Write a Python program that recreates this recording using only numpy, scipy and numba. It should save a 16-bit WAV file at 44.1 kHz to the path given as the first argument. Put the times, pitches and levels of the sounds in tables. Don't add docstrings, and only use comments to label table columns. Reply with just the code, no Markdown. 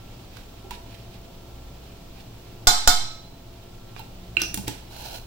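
import sys
import numpy as np
from scipy import signal
from scipy.fft import rfft, irfft, next_fast_len
from scipy.io import wavfile
from scipy.ndimage import uniform_filter1d
from numba import njit

SR = 44100
rng = np.random.default_rng(int(sys.argv[2]) if len(sys.argv) > 2 else 0)


def master_out(mix):
    frames = np.transpose(np.atleast_2d(mix))
    ceiling = np.clip(frames, -1, 1)
    pcm = np.round(ceiling * 32767).astype(np.int16)
    wavfile.write(sys.argv[1], SR, pcm)


N = 232089


def undb(db):
    return 10 ** (np.asarray(db, float) / 20)


def on_log(table, hz):
    table_hz, values = np.transpose(table)
    return np.interp(np.log(np.maximum(hz, 1)), np.log(table_hz), values)


def coloured(colour, size, channels=2):
    n = next_fast_len(size)
    shape = undb(on_log(colour, np.fft.rfftfreq(n, 1 / SR)))
    white = rng.standard_normal((channels, n))
    noise = irfft(rfft(white) * shape, n)[:, :size]
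    return noise / np.sqrt(np.mean(noise ** 2))


def fading(x, t60s):
    size = x.shape[1]
    t = np.arange(size) / SR
    spectrum = rfft(x)
    half_octave = np.log2(np.maximum(np.fft.rfftfreq(size, 1 / SR), 1)) * 2
    out = 0
    for k in range(10, 29):
        band = irfft(spectrum * np.clip(1 - abs(half_octave - k), 0, 1), size)
        t60 = max(on_log(t60s, 2 ** (k / 2)), .01)
        out = out + band * undb(-60 * t / t60)
    return out


def ring(modes, size, scatter_db, turn):
    hz, db, t60 = np.transpose(modes)[:, :, None, None]
    strength, phase = rng.standard_normal((2, len(modes), 2, 1))
    t = np.arange(size) / SR
    waves = np.sin(2 * np.pi * hz * t + turn * phase * np.minimum(hz / 2000, 1))
    level = undb(db + scatter_db * strength - 60 * t / np.maximum(t60, .002))
    return (level * waves).sum(axis=0)


def paired(modes, split):
    pairs = []
    for hz, db, t60 in modes:
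        for side in (0, rng.uniform(-0.89, 1)):
            pairs.append((hz * (1 + side * split), db - 5.5, t60))
    return pairs


def add(out, s, x, pan_db):
    i = int(s * SR)
    panned = x * undb([[pan_db / 2], [-pan_db / 2]])
    out[:, i:i + x.shape[1]] += panned[:, :N - i]


def walk(rate):
    hold = int(SR / rate)
    steps = np.repeat(rng.standard_normal(N // hold + 1), hold)
    return 1.23 * uniform_filter1d(uniform_filter1d(steps, hold), hold)[:N]


def swells(table):
    s, db, rise, fall = np.transpose(table)[:, :, None]
    t = np.arange(N) / SR - s
    shape = np.exp(-np.where(t < 0, (t / rise) ** 2, t / fall))
    return (undb(db) * shape).sum(axis=0)


# frequency in Hz, relative density in dB per Hz.
AIR_MID = [(12, -7.5), (20, 6), (65, -9.5), (81, -13.5), (113, -0.5), (146, -11), (182, -11), (234, -11.5),
           (357, -15), (624, -19.5), (825, -20.5), (1860, -35), (3250, -31), (10800, -39.5), (16000, -32)]
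# frequency in Hz, relative density in dB per Hz.
AIR_SIDE = [(12, -37), (20, 1), (49, -9), (163, -10), (270, -2.5), (660, -3.5), (1030, -11), (1150, -14),
            (1330, -13), (1960, -18.5), (3250, -14), (10800, -20.5), (16000, -15)]
AIR_MID_DB, AIR_SIDE_DB = -43.5, -52
# frequency in Hz, rms level in dB about which it wavers.
FRIDGE_HUM = [(60, -52.5), (108, -55), (119, -57), (178, -58.5), (355, -62.5), (673, -64.5), (1351, -70)]


def kitchen():
    mid = undb(AIR_MID_DB + 0.077 * walk(3.06)) * coloured(AIR_MID, N, channels=1)
    side = undb(AIR_SIDE_DB) * coloured(AIR_SIDE, N, channels=1)
    t = np.arange(N) / SR
    hum = 0
    for hz, db in FRIDGE_HUM:
        level = undb(db + 3 + 4.1 * walk(4.88))
        hum = hum + level * np.sin(2 * np.pi * hz * t + 1.66 * walk(8))
    return mid + hum + side * np.array([[1], [-1]])


# frequency in Hz, relative density in dB per Hz.
RUSTLE_COLOUR = [(500, -40), (1500, 6.5), (2600, 11), (4200, 8.5), (7000, -3), (16000, -3.5)]
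RUSTLE_DB, RUSTLE_WAVER_DB = -59, -0.5
# middle in seconds, level in dB before flutter and panning,
# rise in seconds, fall in seconds.
SCUFFS = [(.2, -62, 0.086, 0.021), (.37, -51.5, 0.038, 0.032), (.71, -42.5, .004, 0.035),
          (.945, -56, 0.042, 0.057), (1.14, -58.5, 0.025, 0.034), (1.88, -75, 0.041, 0.072),
          (2.19, -57, 0.034, .02), (2.5, -64, 0.065, 0.035), (3.995, -49, 0.025, 0.02),
          (4.24, -67, .06, 0.022), (4.41, -36.5, 0.02, 0.039), (4.68, -39.5, 0.0086, 0.061)]
# frequency in Hz, relative density in dB per Hz.
SLIDE_COLOUR = [(300, -13), (680, -0.5), (900, 0.5), (1200, -25), (1460, -5), (1900, -18), (2800, -5),
                (3700, -11), (4100, -1), (4500, -9.5), (6000, -11), (8000, -16), (10000, -12), (16000, -12)]
# time in seconds, level in dB before flutter and panning.
SLIDE = [(4.88, -62), (4.915, -42.5), (5.0, -41.5), (5.055, -34.5), (5.09, -38.5), (5.16, -37),
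         (5.2, -46.5), (5.26, -61)]


def friction():
    right = np.array([[-1], [1]])
    sliding = undb(np.interp(np.arange(N) / SR, *np.transpose(SLIDE), left=-np.inf))
    slide = coloured(SLIDE_COLOUR, N) * sliding
    slide = slide * undb(1.5 * walk(60) + 1.7 * walk(300) + 2.6 * right)
    moving = undb(RUSTLE_DB + RUSTLE_WAVER_DB * walk(6.37)) + swells(SCUFFS)
    rustle = coloured(RUSTLE_COLOUR, N) * moving * undb(1.6 * walk(90) + 4.1 * right)
    return slide + rustle


# start in seconds, level in dB, pitch in Hz, tick t60 in seconds
# before choking, crack level in dB, crack tilt in dB per octave (four octaves of it give the 16 kHz point),
# glass ring in dB, thud in Hz, thud level in dB, thud t60 in seconds, left minus right in dB.
KNOCKS = [(0.369, -41.5, 3870, 0.022, 4, -6, -18, 240, -17, .1, -10),
          (.644, -43, 787, 0.16, -23, -7, -40, 378, 1.5, 0.29, -4),
          (.708, -19, 944, 0.054, -7.5, -4, -27, 199, -24, 0.15, -5),
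          (3.963, -32, 2400, 0.017, -2, -13, -21, 156, -30, .1, -13),
          (3.993, -26, 883, 0.059, -4.5, 7, -13, 150, -32, 0.075, -10),
          (4.368, -2.5, 2680, 0.023, -27.5, -6.5, -28.5, 338, -38.5, 0.25, -15),
          (4.397, -30, 5150, 0.0073, 0, -7, -17, 340, -15, 0.11, 6),
          (4.403, -27, 2500, 0.013, -16, 2, -12, 340, -25, 0.14, -8),
          (4.417, -3.5, 5620, 0.011, -9.5, -2.5, -23, 330, -28, 0.11, -5),
          (4.436, -30, 2900, 0.011, 4, -4.5, -28, 356, -13, 0.045, 4),
          (4.542, -21, 9340, 0.012, 9.5, 0, -18, 305, -11, .05, -5.5),
          (4.574, -27, 853, 0.064, 8, -1.5, -13.5, 200.5, 0.5, 0.13, -2),
          (4.638, -37, 910, 0.038, -5, -1, -34, 312, 4.5, 0.034, -2),
          (4.679, -24, 860, 0.065, 9.5, -2.5, -20.5, 310, 3.5, 0.026, -3)]
# frequency in Hz, relative level in dB, t60 in seconds.
GLASS = [(1490, -8, 0.15), (2450, -8, 0.13), (2750, 0.5, 0.17), (4060, -3, 0.074), (5480, -25, 0.12),
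         (5980, -29, 0.13), (7700, -19, 0.1)]


def knocks():
    out, size = np.zeros((2, N)), SR // 2
    t = np.arange(size) / SR
    for s, db, hz, t60, crack_db, tilt_db, glass_db, thud_hz, thud_db, thud_t60, pan_db in KNOCKS:
        neighbours = [(1.02 * hz, 0, t60), (0.915 * hz, -6, t60), (1.11 * hz, -13, t60)]
        build = 1 - np.exp(-(t * hz / 4.1) ** 2)
        choke = np.exp(-(t / (0.25 * t60)) ** 2)
        tick = ring(neighbours, size, 0, 0.32) * build * choke

        crack_colour = [(200, -19), (1200, -10.0), (16000, np.log2(16000 / 1000) * tilt_db)]
        crack = coloured(crack_colour, size) * undb(crack_db - 60 * t / 0.023)
        crack *= 1 - np.exp(-t / 0.0007)

        glass = undb(glass_db) * ring(paired(GLASS, 0.015), size, 1.2, 1.0)
        thud = undb(thud_db) * ring([(thud_hz, 0, thud_t60), (115, -8, .15)], size, 0.47, 0.62)
        add(out, s, undb(db) * (tick + crack + glass + thud), pan_db)
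    return out


# start in seconds, level in dB, left minus right in dB,
# clatter in dB, spoon ping in Hz, ping in dB, signed size of the baseline lurch before shaping and panning.
BLOWS = [(2.671, -2, -3.5, -4.5, 5400, -23.5, 0.51), (2.875, -3, -3.5, -5.5, 7820, -8.5, -0.72)]
PAN_HZ = [722, 851, 862, 1050, 1206, 1293, 1451, 1575, 2150, 3130, 3531, 3589, 3630, 4030, 4052, 4145, 4501,
          4640, 4825, 4962, 5070, 5220, 5460, 5588, 5915, 6130, 6190, 6969, 7496, 7700]
# relative level in dB, t60 in seconds.
PAN_RING = [(-4, 0.43), (-13.5, 0.79), (-16, 0.26), (-17, 0.21), (-8, 0.25), (-5.5, 0.64), (3, 0.18),
            (-9, 0.25), (-17, 0.3), (-5, 0.37), (-2.5, 0.22), (-3, .4), (-18, 0.37), (-7, 0.71), (-6, 0.84),
            (-12, 0.73), (3, 0.2), (-25, 0.23), (-11, 0.21), (-9, 0.52), (1.5, 0.29), (4.5, 0.083),
            (-10, 0.33), (-11.5, 0.69), (6.5, 0.059), (1.5, 0.18), (-17, 0.73), (4, 0.15), (1.5, 0.2),
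            (-6, 0.12)]
# frequency in Hz, relative density in dB per Hz.
CLATTER = [(60, 2.5), (120, -2.5), (250, -7.5), (500, -17.5), (750, -7.5), (1450, -16), (1900, -10),
           (2750, -14.5), (3500, -9.5), (6000, -10), (7800, -7), (9000, -10), (10600, -14.5), (12500, -13),
           (14800, -8.5), (16000, -35)]
# frequency in Hz, t60 in seconds.
CLATTER_T60 = [(100, 0.072), (700, 0.42), (2000, 0.6), (5000, 0.56), (9000, 0.38), (16000, 0.2)]


def saucepan():
    out = np.zeros((2, N))
    modes = np.column_stack([PAN_HZ, PAN_RING])
    f = np.fft.rfftfreq(SR, 1 / SR)
    apart = (f - modes[:, :1]) / 45
    floor = 0.14 + (abs(f - 4200) > 3600) * 0.31
    crowd = np.sqrt(floor + (1 / (1 + apart ** 4)).sum(axis=0))
    for s, db, pan_db, clatter_db, ping_hz, ping_db, _ in BLOWS:
        noise = irfft(rfft(coloured(CLATTER, SR)) * crowd, SR)
        clatter = undb(clatter_db) * fading(noise, CLATTER_T60)
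        spoon = ring([(ping_hz * k, ping_db, .06) for k in (.96, 1, 1.04)], SR, 1.4, 1.5)
        spoon += rng.standard_normal((2, SR)) * undb(-0.5 - 60 * np.arange(SR) / SR / 0.018)
        clear = undb(-13.0) * ring(paired(modes, 0.00407), SR, 0.82, 1.56)
        add(out, s, undb(db) * (clear + clatter + spoon), pan_db)
    return out


# frequency in Hz, t60 in seconds.
ROOM_T60 = [(100, 0.067), (1000, 0.52), (2700, 0.35), (5000, 0.43), (16000, 0.37)]
ROOM_DB = -3.5


def echo(source):
    colour = [(500, 4.0), (1200, -1.5), (2500, 0.0), (7500, 3), (11000, -0.5)]
    tail = fading(coloured(colour, SR // 2), ROOM_T60)
    tail = tail / np.sqrt((tail ** 2).sum() / 2)
    tail = np.pad(tail, ((0, 0), (SR // 200, 0)))
    room = signal.fftconvolve(source, tail, axes=1)[:, :N]
    return undb(ROOM_DB + np.array([[-1.5], [1.5]])) * room


def scene():
    pan, board = saucepan(), knocks()
    source = (board + undb(-10.0) * pan).mean(axis=0, keepdims=True)
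    return pan + board + echo(source) + friction() + kitchen()


@njit
def follow(x, release):
    y, e = np.empty(len(x)), 0.
    for i in range(len(x)):
        e = max(x[i], e * release)
        y[i] = e
    return y


def lurch():
    out, t = np.zeros((2, N)), np.arange(SR) / SR
    rise, settle = np.array([[.005], [.011]]), np.array([[.042], [.04]])  # s, left and right
    shape = (1 - np.exp(-(t / rise) ** 2)) * (1 - t / settle) * np.exp(-t / settle)
    for s, *_, size in BLOWS:
        add(out, s, size * shape, -4.0)
    return out


# centre in Hz, width in Hz, gain in dB.
HOUSING = [(2020, 250, -2.5), (6580, 150, -27), (8550, 710, -6), (10810, 2300, -6), (13630, 1600, -22)]
TOP_HZ = 15750


def record(dry):
    for hz, width, db in HOUSING:
        peak_band = signal.lfilter(*signal.iirpeak(hz, hz / width, SR), dry)
        dry = dry - (1 - undb(db)) * peak_band
    peak = follow(np.abs(dry).max(axis=0), undb(-8.0 / SR))
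    ducked = np.minimum(1, (undb(-0.5) / (peak + 1e-9)) ** 0.29)
    gain = uniform_filter1d(ducked, 64)
    wet = np.clip(dry * gain + lurch(), -1, 1)
    top_cut = signal.ellip(10, .2, 70, TOP_HZ, fs=SR, output="sos")
    return signal.sosfilt(top_cut, wet)


dry = scene()
out = record(dry)
master_out(out)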